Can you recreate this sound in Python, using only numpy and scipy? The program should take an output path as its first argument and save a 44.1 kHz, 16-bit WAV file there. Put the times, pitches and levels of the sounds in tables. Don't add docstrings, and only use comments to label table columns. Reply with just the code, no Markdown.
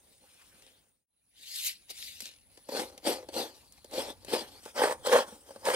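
import sys
import numpy as np
from scipy import signal
from scipy.fft import rfft, irfft, next_fast_len
from scipy.io import wavfile
from scipy.ndimage import uniform_filter1d, map_coordinates

SR = 44100
rng = np.random.default_rng(int(sys.argv[2]) if len(sys.argv) > 2 else 0)


def wav_record(signal):
    frames = np.transpose(np.atleast_2d(signal))
    bounded = np.clip(frames, -1, 1)
    quanta = np.round(bounded * 32767).astype(np.int16)
    wavfile.write(sys.argv[1], SR, quanta)


def ratio_of_db(decibels):
    return 10 ** (np.asarray(decibels, float) / 20)


N = 253575
FRONT_S = 4.6

# start [t/s], hiss [level/dB], shell [level/dB], tilt [dB/octave], tilt change [per dB of hiss]
STRETCHES = [
    (0, -77, -77.5, 0, -0.25),
    (1.064, -77.5, -81, 1.5, 0.1657),
    (2.5, -69.5, -74.5, -1, -0.0341),
    (4.6, -66.5, -75, 2, -0.156),
]
# [f/Hz], width [f/Hz], [level/dB]
SHELL_MODES = [
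    [(281, 68, -2), (408, 104, -2.5), (523, 58, 2.5), (824, 175, -5.5), (1670, 1700, -21)],
    [(240.1, 35, -7), (532, 64, 9), (632, 25, -2), (877, 180, 1), (1090, 280, -3.5), (1640, 360, -6.5)],
]
# [t/s], peak [level/dB]
TAPS = [(2.5758, -48), (2.6891, -29), (2.9761, -47.5), (3.2873, -35), (3.8456, -43), (4.2478, -42.5),
        (4.2829, -36), (4.6587, -34), (4.6778, -48), (5.0494, -33.5), (5.3239, -45), (5.4902, -42),
        (5.5065, -37.5), (5.56, -37)]


def unit(x):
    return x / np.sqrt(np.mean(x ** 2) + 1e-20)


def along(points, hz):
    f, v = np.transpose(points)
    return np.interp(np.log(hz + 1), np.log(f + 1), v)


def wobble(rate_hz):
    knots = rng.standard_normal(int(N * rate_hz / SR) + 4)
    return map_coordinates(knots, [np.arange(N) * rate_hz / SR])


def filtered(x, response):
    m = next_fast_len(N + SR // 2)
    return irfft(rfft(x, m) * response(np.fft.rfftfreq(m, 1 / SR)), m)[..., :N]


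def high_pass(f, corner_hz):
    return 1 / (1 + (corner_hz / (f + 1)) ** 4)


def modes(table, f):
    total = 0
    for k, (centre, width, db) in enumerate(table):
        total = total + (-1) ** k * ratio_of_db(db) * 1j * f * width / (centre ** 2 - f ** 2 + 1j * f * width)
    return total


def struck(rows, gain_db):
    x = np.zeros(N)
    x[[round(row[0] * SR) for row in rows]] = [ratio_of_db(row[1] + gain_db) for row in rows]
    return x


def slips(per_s, spread_db):
    when, size, sign = rng.random((3, 2, N))
    heights = ratio_of_db(-spread_db * np.log(size + 0.011)) * np.sign(sign - 0.5)
    return unit((when < per_s / SR) * heights)


def patchy(x, depth_db, tilt_db=0):
    hz, t, z = signal.stft(x, SR, nperseg=256)
    field = uniform_filter1d(rng.standard_normal(z.shape[1:]), size=3, axis=0)
    field = uniform_filter1d(field, size=14, axis=1)
    octaves = np.log2(np.clip(hz, 1000, None) / 4000)[:, None]
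    tilt = octaves * np.interp(t * SR, np.arange(N), tilt_db + np.zeros(N))
    return signal.istft(z * ratio_of_db(depth_db * unit(field) + tilt), nperseg=256)[1][:, :N]


def yard():
    # [t/s], [level/dB]
    rumble_level = [(0.0, -76.5), (0.3, -75), (0.8, -72), (1.3, -75), (2.56, -71), (2.88, -68),
                    (3.38, -64.5), (3.7, -70), (4.05, -63), (4.5, -61.5), (4.84, -75), (5.05, -58),
                    (5.48, -75), (5.75, -62.5)]
    # [f/Hz], [dB per Hz]
    rumble_colour = [(12, -41), (20, -8), (27, -9), (59, 3.5), (97, 2), (140, -7.5), (200, -6.5),
                     (290, -6.5), (600, -60)]
    # [f/Hz], [dB per Hz]
    air_colour = [(88, -23), (150, 2), (1670, -7), (4500, -17), (8550, -6.5), (9990, -7), (11400, -17),
                  (15600, -5)]
    # start [t/s], pitch [f/Hz], half width [f/Hz], insects [level/dB], air [level/dB]
    chorus = [
        (0, 9240, 266, -69.5, -66.5),
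        (1.064, 10070, 480, -66.5, -71.5),
        (2.68, 10000, 400, -72.5, -70),
        (4.62, 9340, 269.8, -67, -77),
    ]
    t = np.arange(N) / SR
    start, *columns = np.transpose(chorus)
    now = np.searchsorted(start, t, side="right") - 1
    hz, width, insect_db, air_db = np.array(columns)[:, now]

    a, b, c = rng.standard_normal((3, N))
    shared_bass = np.array([a + 0.5 * b, a - 0.5 * b])
    rumble = unit(filtered(shared_bass, lambda f: ratio_of_db(along(rumble_colour, f))))
    wash = filtered(rng.standard_normal((2, N)) + 0.67 * c, lambda f: ratio_of_db(along(air_colour, f)))
    air = unit(patchy(wash, depth_db=4.0))

    def band(half_width):
        return unit(filtered(rng.standard_normal((2, N)), lambda f: 1 / (1 + (f / half_width) ** 3)))

    spread = np.where(width > width.mean(), band(width.max()), band(width.min()))
    insects = spread * np.sqrt(2) * np.sin(2 * np.pi * np.cumsum(hz) / SR)
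    rumble_db = np.interp(t, *np.transpose(rumble_level)) + 1.8 * wobble(8)
    return ratio_of_db(rumble_db) * rumble + ratio_of_db(air_db) * air + ratio_of_db(insect_db + 1.7 * wobble(46)) * insects


def effort(part):
    # hardest moment [t/s], rise [t/s], fall [t/s], hiss [level/dB], shell [level/dB]
    leaf = [(.125, 0.24, 0.088, -67.5, -70.5), (.24, 0.046, 0.042, -71.5, -57),
            (.41, 0.55, 0.43, -61.5, -76), (.67, 0.46, 0.54, -61.5, -64.5)]
    husk = [(1.395, 0.097, 0.34, -53.5, -69.5), (1.48, 0.21, .2, -48.5, -76),
            (1.57, 0.19, 0.29, -39.5, -72.5), (1.668, 0.12, .1, -33, -63.5),
            (1.906, 0.028, 0.038, -41.5, -49), (2.018, 0.21, 0.45, -45.5, -69.5),
            (2.224, 0.068, 0.19, -46, -58.5)]
    side_on = [(2.73, 0.092, 0.29, -47, -42), (2.802, 0.14, 0.099, -37.5, -28.5),
               (3.082, 0.064, 0.14, -32, -25), (3.38, 0.081, 0.17, -36.5, -29.5),
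               (2.92, 0.3, 0.26, -72.5, -52.5), (3.21, 0.17, 0.14, -64.5, -44.5),
               (3.574, 0.18, 0.18, -59.5, -58), (3.735, .02, .08, -63.5, -68), (3.77, .05, 0.078, -65, -86),
               (3.938, 0.048, 0.12, -47, -37), (3.986, 0.11, 0.16, -38, -30.5),
               (4.103, 0.15, 0.069, -48, -38.5), (4.302, 0.068, 0.083, -47, -39.5),
               (4.339, 0.054, 0.069, -33.5, -24.5), (4.388, 0.19, 0.13, -42, -36.5),
               (4.58, 0.6, 0.18, -59, -54.5)]
    head_on = [(4.69, 0.2, 0.093, -53, -57), (4.78, 0.042, 0.17, -34, -26.5),
               (4.842, 0.1, 0.11, -34.5, -21), (4.915, .12, 0.068, -43.5, -32),
               (5.069, 0.052, 0.11, -36.5, -32.5), (5.138, 0.082, .14, -28.5, -16.5),
               (5.211, 0.25, 0.052, -37, -28.5), (5.29, .1, 0.2, -53.5, -47),
               (5.55, 0.69, 0.9, -60.5, -55.5), (5.679, 0.057, 0.13, -33.5, -21),
               (5.755, 0.093, .1, -34.5, -28)]
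    t = np.arange(N) / SR
    _, rest_hiss_db, rest_shell_db, tilt_db, tilt_per_db = STRETCHES[part]
    rubs = [(s, 0.0089, 0.064, db - 22, db - 13.5) for s, db in TAPS]
    power = np.ones(N) * ratio_of_db([[2 * rest_hiss_db], [2 * rest_shell_db]])
    for s, rise, fall, hiss_db, shell_db in [leaf, husk, side_on, head_on][part] + rubs:
        near = slice(max(0, int((s - 2 * rise) * SR)), int((s + 2 * fall) * SR))
        away = np.where(t[near] < s, (s - t[near]) / rise, (t[near] - s) / fall)
        drop_db = 36.5 * np.abs(away) ** 1.452
        power[:, near] += ratio_of_db(2 * (np.array([[hiss_db], [shell_db]]) - drop_db))
    hiss_db, shell_db = 10 * np.log10(power)
    return hiss_db, shell_db, tilt_db + tilt_per_db * (hiss_db - rest_hiss_db)


def rubbing(part, jolts):
    # [f/Hz], [dB per Hz]
    hiss_colour = [
        [(710, -19), (1200, -17), (1670, -15), (3470, -7), (6010, -10.5), (8560, -9.5), (9330, -5), (10200, -7),
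         (15600, -19)],
        [(710, -2.5), (1200, -15.5), (1840, -5), (2990, -0.5), (3260, -4.5), (3790, -1), (4590, -3.5),
         (5630, -11), (12700, -21.5), (15600, -29.5)],
        [(710, 6.5), (1200, -4.5), (1370, -7.5), (3190, -3.5), (3870, -1), (4310, 3), (6980, -10),
         (8380, -11.5), (12900, -7), (15600, -19)],
        [(1060, -7.5), (1800, -12), (2780, -16), (3150, -11), (4330, -15), (5140, -12.5), (7440, -17.5),
         (8370, -11), (12700, -20.5), (15600, -21)],
    ]
    # [f/Hz], width [f/Hz], [level/dB]
    blade_modes = [
        [(3390, 110, -3.5), (4040, 89, -26), (8580, 970, 7)],
        [(3180, 88, -5.5), (5060, 360, -13), (8250, 620, -6.5)],
    ]
    loose_db, firm_db = -52, -33
    front = int(part == 3)
    hiss_db, shell_db, tilt_db = effort(part)
    chatter = wobble(60)

    shake = ratio_of_db(2.1 * chatter) * slips(800, spread_db=3)
    pressed = unit(patchy(filtered(shake, lambda f: modes(SHELL_MODES[front], f)), depth_db=0.5))
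    loose = unit(filtered(shake, lambda f: modes(SHELL_MODES[0], f)))
    firm = np.clip((shell_db - loose_db) / (firm_db - loose_db), 0, 1)
    shell = firm * pressed + (1 - firm) * loose

    bite = np.clip(uniform_filter1d(np.abs(jolts[0]), size=130) / ratio_of_db(shell_db), 0, 3)
    grain = slips(5000, spread_db=2.0) + 0.9 * rng.standard_normal((2, N))
    fibres = ratio_of_db(1.18 * chatter + 0.56 * wobble(250)) * grain
    torn = patchy((1 + 0.18 * bite) * fibres, depth_db=3.5, tilt_db=tilt_db)

    def colour(f):
        ring = 1 + (part > 1) * np.abs(modes(blade_modes[front], f))
        return ratio_of_db(along(hiss_colour[part], f)) * ring * high_pass(f, 900)

    hiss = unit(filtered(torn, colour) / ratio_of_db(0.057 * tilt_db))
    return ratio_of_db(hiss_db + 3.0) * hiss + ratio_of_db(shell_db - 4.5) * shell / (1 + 0.5 * bite)


def ticks():
    # [t/s], peak [level/dB], thud re peak [level/dB], top end re peak [level/dB]
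    dry_ticks = [(0.0174, -83, -7, 5), (0.2338, -68, -1, -14), (0.622, -43, -14, -3),
                 (0.6649, -43.5, -8, -12), (1.5596, -37.5, -40, 12.5), (1.8855, -51, -21, 3),
                 (1.903, -49, -30, -11), (2.026, -30, -32, -17), (2.2047, -27.5, -26, 2),
                 (2.221, -35.5, -16, 4), (2.256, -28, -26, -10)]
    # [t/s], peak [level/dB], top end re peak [level/dB]
    clicks = [(2.5736, -43.5, -3), (2.6878, -56, 15), (2.7954, -30, -23), (2.978, -36.5, -2.5),
              (3.2876, -37, -5), (3.3411, -32, -16), (3.723, -51, 10.5), (3.845, -44, 3.5),
              (3.912, -46.5, 6), (4.21, -51.5, -8), (4.2477, -38, 0.5), (4.654, -37.5, -3),
              (5.0683, -44.5, 21.5), (5.1273, -21, -2), (5.6538, -27, -1.5)]
    crackle = [(2.2665 + k * 0.0238, -35 - k * 3.5, -18, -16) for k in range(6)]
    soft = dry_ticks + crackle
    snaps = [(s, db, top_db) for s, db, _, top_db in soft] + clicks
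    t = np.arange(SR // 40) / SR
    decay = ratio_of_db(-60 * t / 0.026) + 0.14 * ratio_of_db(-60 * t / 0.0017)

    def burst(rows):
        return signal.fftconvolve(struck(rows, gain_db=1.5), decay)[:N] * rng.standard_normal((2, N))

    body = filtered(burst(snaps), lambda f: high_pass(f, 1900) / (1 + (f / 6000) ** 4))
    top_rows = [(s, db + top_db) for s, db, top_db in snaps]
    top = filtered(burst(top_rows), lambda f: high_pass(f, 6000) / (1 + (f / 11500) ** 6))
    thud = struck([(s, db + thud_db) for s, db, thud_db, _ in soft], gain_db=36)
    return body + top + filtered(thud, lambda f: modes(SHELL_MODES[0], f))


def bench():
    # [t/s], peak [level/dB]
    bumps = [(2.227, -52.5), (4.335, -37), (4.42, -46.5), (4.849, -45), (5.16, -34), (5.281, -52),
             (5.328, -44.5), (5.561, -53)]
    pitch_hz, swell_s = 220, 0.005
    t = np.arange(SR // 10) / SR
    push = t / swell_s * np.exp(1 - t / swell_s) * np.sin(2 * np.pi * pitch_hz * t)
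    return signal.fftconvolve(struck([(s - swell_s, db) for s, db in bumps], gain_db=2.5), push)[:N]


def catches():
    # [t/s], peak [level/dB]
    hardest = [(2.7204, -30.8), (2.7365, -32), (2.7482, -27.1), (2.7905, -24.8), (3.0505, -30.5),
               (3.0723, -21.3), (3.0893, -21.4), (3.1078, -22.1), (3.3641, -25.9), (3.3997, -25.5),
               (3.9348, -31.9), (3.9779, -26.2), (4.1014, -31.6), (4.3339, -15.9), (4.3661, -27.5),
               (4.7785, -26.3), (4.8066, -20.9), (4.818, -14.5), (4.8378, -15.3), (4.8553, -18.1),
               (4.8952, -25), (4.9093, -24.1), (5.0707, -24.1), (5.0927, -21.7), (5.1302, -14.2),
               (5.1596, -11.5), (5.205, -21.9), (5.6551, -27.6), (5.6843, -18.2), (5.7437, -23.6)]
    tooth_s, scatter = 0.0125, 0.3
    bite_db, skim_db_per_db = -34, 0.7
    start, hard = STRETCHES[2][0], TAPS + hardest
    gap, size = rng.standard_normal((int((N / SR - start) / tooth_s), 2)).T
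    when = start + np.cumsum(tooth_s * np.exp(scatter * gap))
    clearance = np.abs(when[:, None] - np.transpose(hard)[0]).min(axis=1)
    free = (clearance > tooth_s / 2) & (when < N / SR)
    at = np.minimum(when * SR, N - 1).astype(int)
    shell_db = np.where(when > FRONT_S, effort(3)[1][at], effort(2)[1][at])
    skim_db = skim_db_per_db * np.minimum(shell_db - bite_db, 0)
    tooth_db = shell_db + skim_db - 0.5 + 2.5 * size
    return hard + list(zip(when[free], tooth_db[free]))


def knocks():
    out, t = np.zeros((2, N + SR)), np.arange(SR // 40) / SR
    swell = t / 0.002 * np.exp(1 - t / 0.002)
    envelope = swell + 0.15 * np.exp(-t / 0.007) * (t > 0.002)
    for s, db in catches():
        hz, _, level_db = np.transpose(SHELL_MODES[int(s > FRONT_S)])[..., None]
        strength, drift, phase = rng.standard_normal((3, 2, len(hz), 1))
        tones = np.sin(2 * np.pi * (hz * (1 + 0.055 * drift) * t + phase))
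        ring = (ratio_of_db(level_db + 1.8 * strength) * tones).sum(axis=1) * envelope
        ring = ring / np.abs(ring).max(axis=1, keepdims=True)
        out[:, round(s * SR):][:, :len(t)] += ratio_of_db(db + 2.4) * ring
    return out[:, :N]


def porch(x):
    # [f/Hz], t60 [t/s]
    t60 = [(200, 0.049), (1000, 0.24), (8000, 0.029)]
    out, step = np.zeros((2, N + SR)), SR // 5
    for start in range(0, N, step):
        hz, t, z = signal.stft(rng.standard_normal((2, SR // 4)), SR, nperseg=128)
        tail = signal.istft(z * ratio_of_db(-60 * t / along(t60, hz)[:, None]), SR, nperseg=128)[1]
        wet = signal.fftconvolve(x[None, start:start + step], tail / np.linalg.norm(tail[0]), axes=1)
        out[:, start:start + wet.shape[1]] += wet
    return out[:, :N]


def heard(pair, lean):
    # [f/Hz], [0..1]
    likeness = [(100, 1), (260, 0.92), (520, 0.97), (1000, 0.31), (2400, 0.087), (6000, 0.01)]
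    # [f/Hz], [0..1]
    late_share = [(300, 0.47), (1200, 1), (2500, 0.47), (9000, 0.23)]

    def turn(hz):
        return np.arccos(np.clip(along(likeness, hz), -1, 1)) / 2

    def difference(hz):
        late = np.clip(along(late_share, hz), 0, 1)
        return np.sin(turn(hz)) * np.array([-1j * np.sqrt(late), np.sqrt(1 - late)])

    def leaning(hz):
        small = (1j * hz / (130 + 1j * hz)) ** 3
        return small * ratio_of_db(along(lean, hz) * np.array([[0.5], [-0.5]]))

    mid = filtered(pair[0], lambda hz: np.cos(turn(hz)))
    side = filtered(pair, difference).sum(axis=0)
    return filtered(np.array([mid + side, mid - side]), leaning)


def scene():
    # [f/Hz], [level/dB]
    leans = [
        [(60, 0), (180, 1), (550, -1), (1650, 5.5), (4970, 3.5), (15000, -4)],
        [(60, -2), (180, -1), (550, -1.5), (1650, 3), (4970, 4.5), (15000, -1)],
        [(60, 7), (180, 1), (550, 3), (1650, -1), (4970, 6.5), (15000, -5.5)],
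        [(60, 14), (180, -2.5), (550, 1.5), (1650, -3), (4970, 4.5), (15000, 0.5)],
    ]
    jolts = knocks()
    hits = jolts + ticks() + bench()
    which = np.searchsorted([row[0] for row in STRETCHES], np.arange(N) / SR, side="right") - 1
    near = np.zeros((2, N))
    for part, lean in enumerate(leans):
        near += heard((rubbing(part, jolts) + hits) * (which == part), lean)
    reverb = heard(porch(near.mean(axis=0)), [(60, 0.0049), (15000, 0.024)])
    return near + ratio_of_db(-13.5) * reverb + yard()


def roll_off(x):
    return signal.sosfilt(signal.butter(12, 15770, fs=SR, output="sos"), x)


def record(dry):
    join_s, fade_out_s, fade_in_s, top_hz = 1.064, 0.5, 0.56, 15780
    t = np.arange(N) / SR - join_s
    fade = np.clip(np.where(t < 0, -t / fade_out_s, t / fade_in_s), 0, 1) ** 0.98
    mix = filtered(dry * fade, lambda hz: hz < top_hz)
    return roll_off(mix)


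dry = scene()
out = record(dry)
wav_record(out)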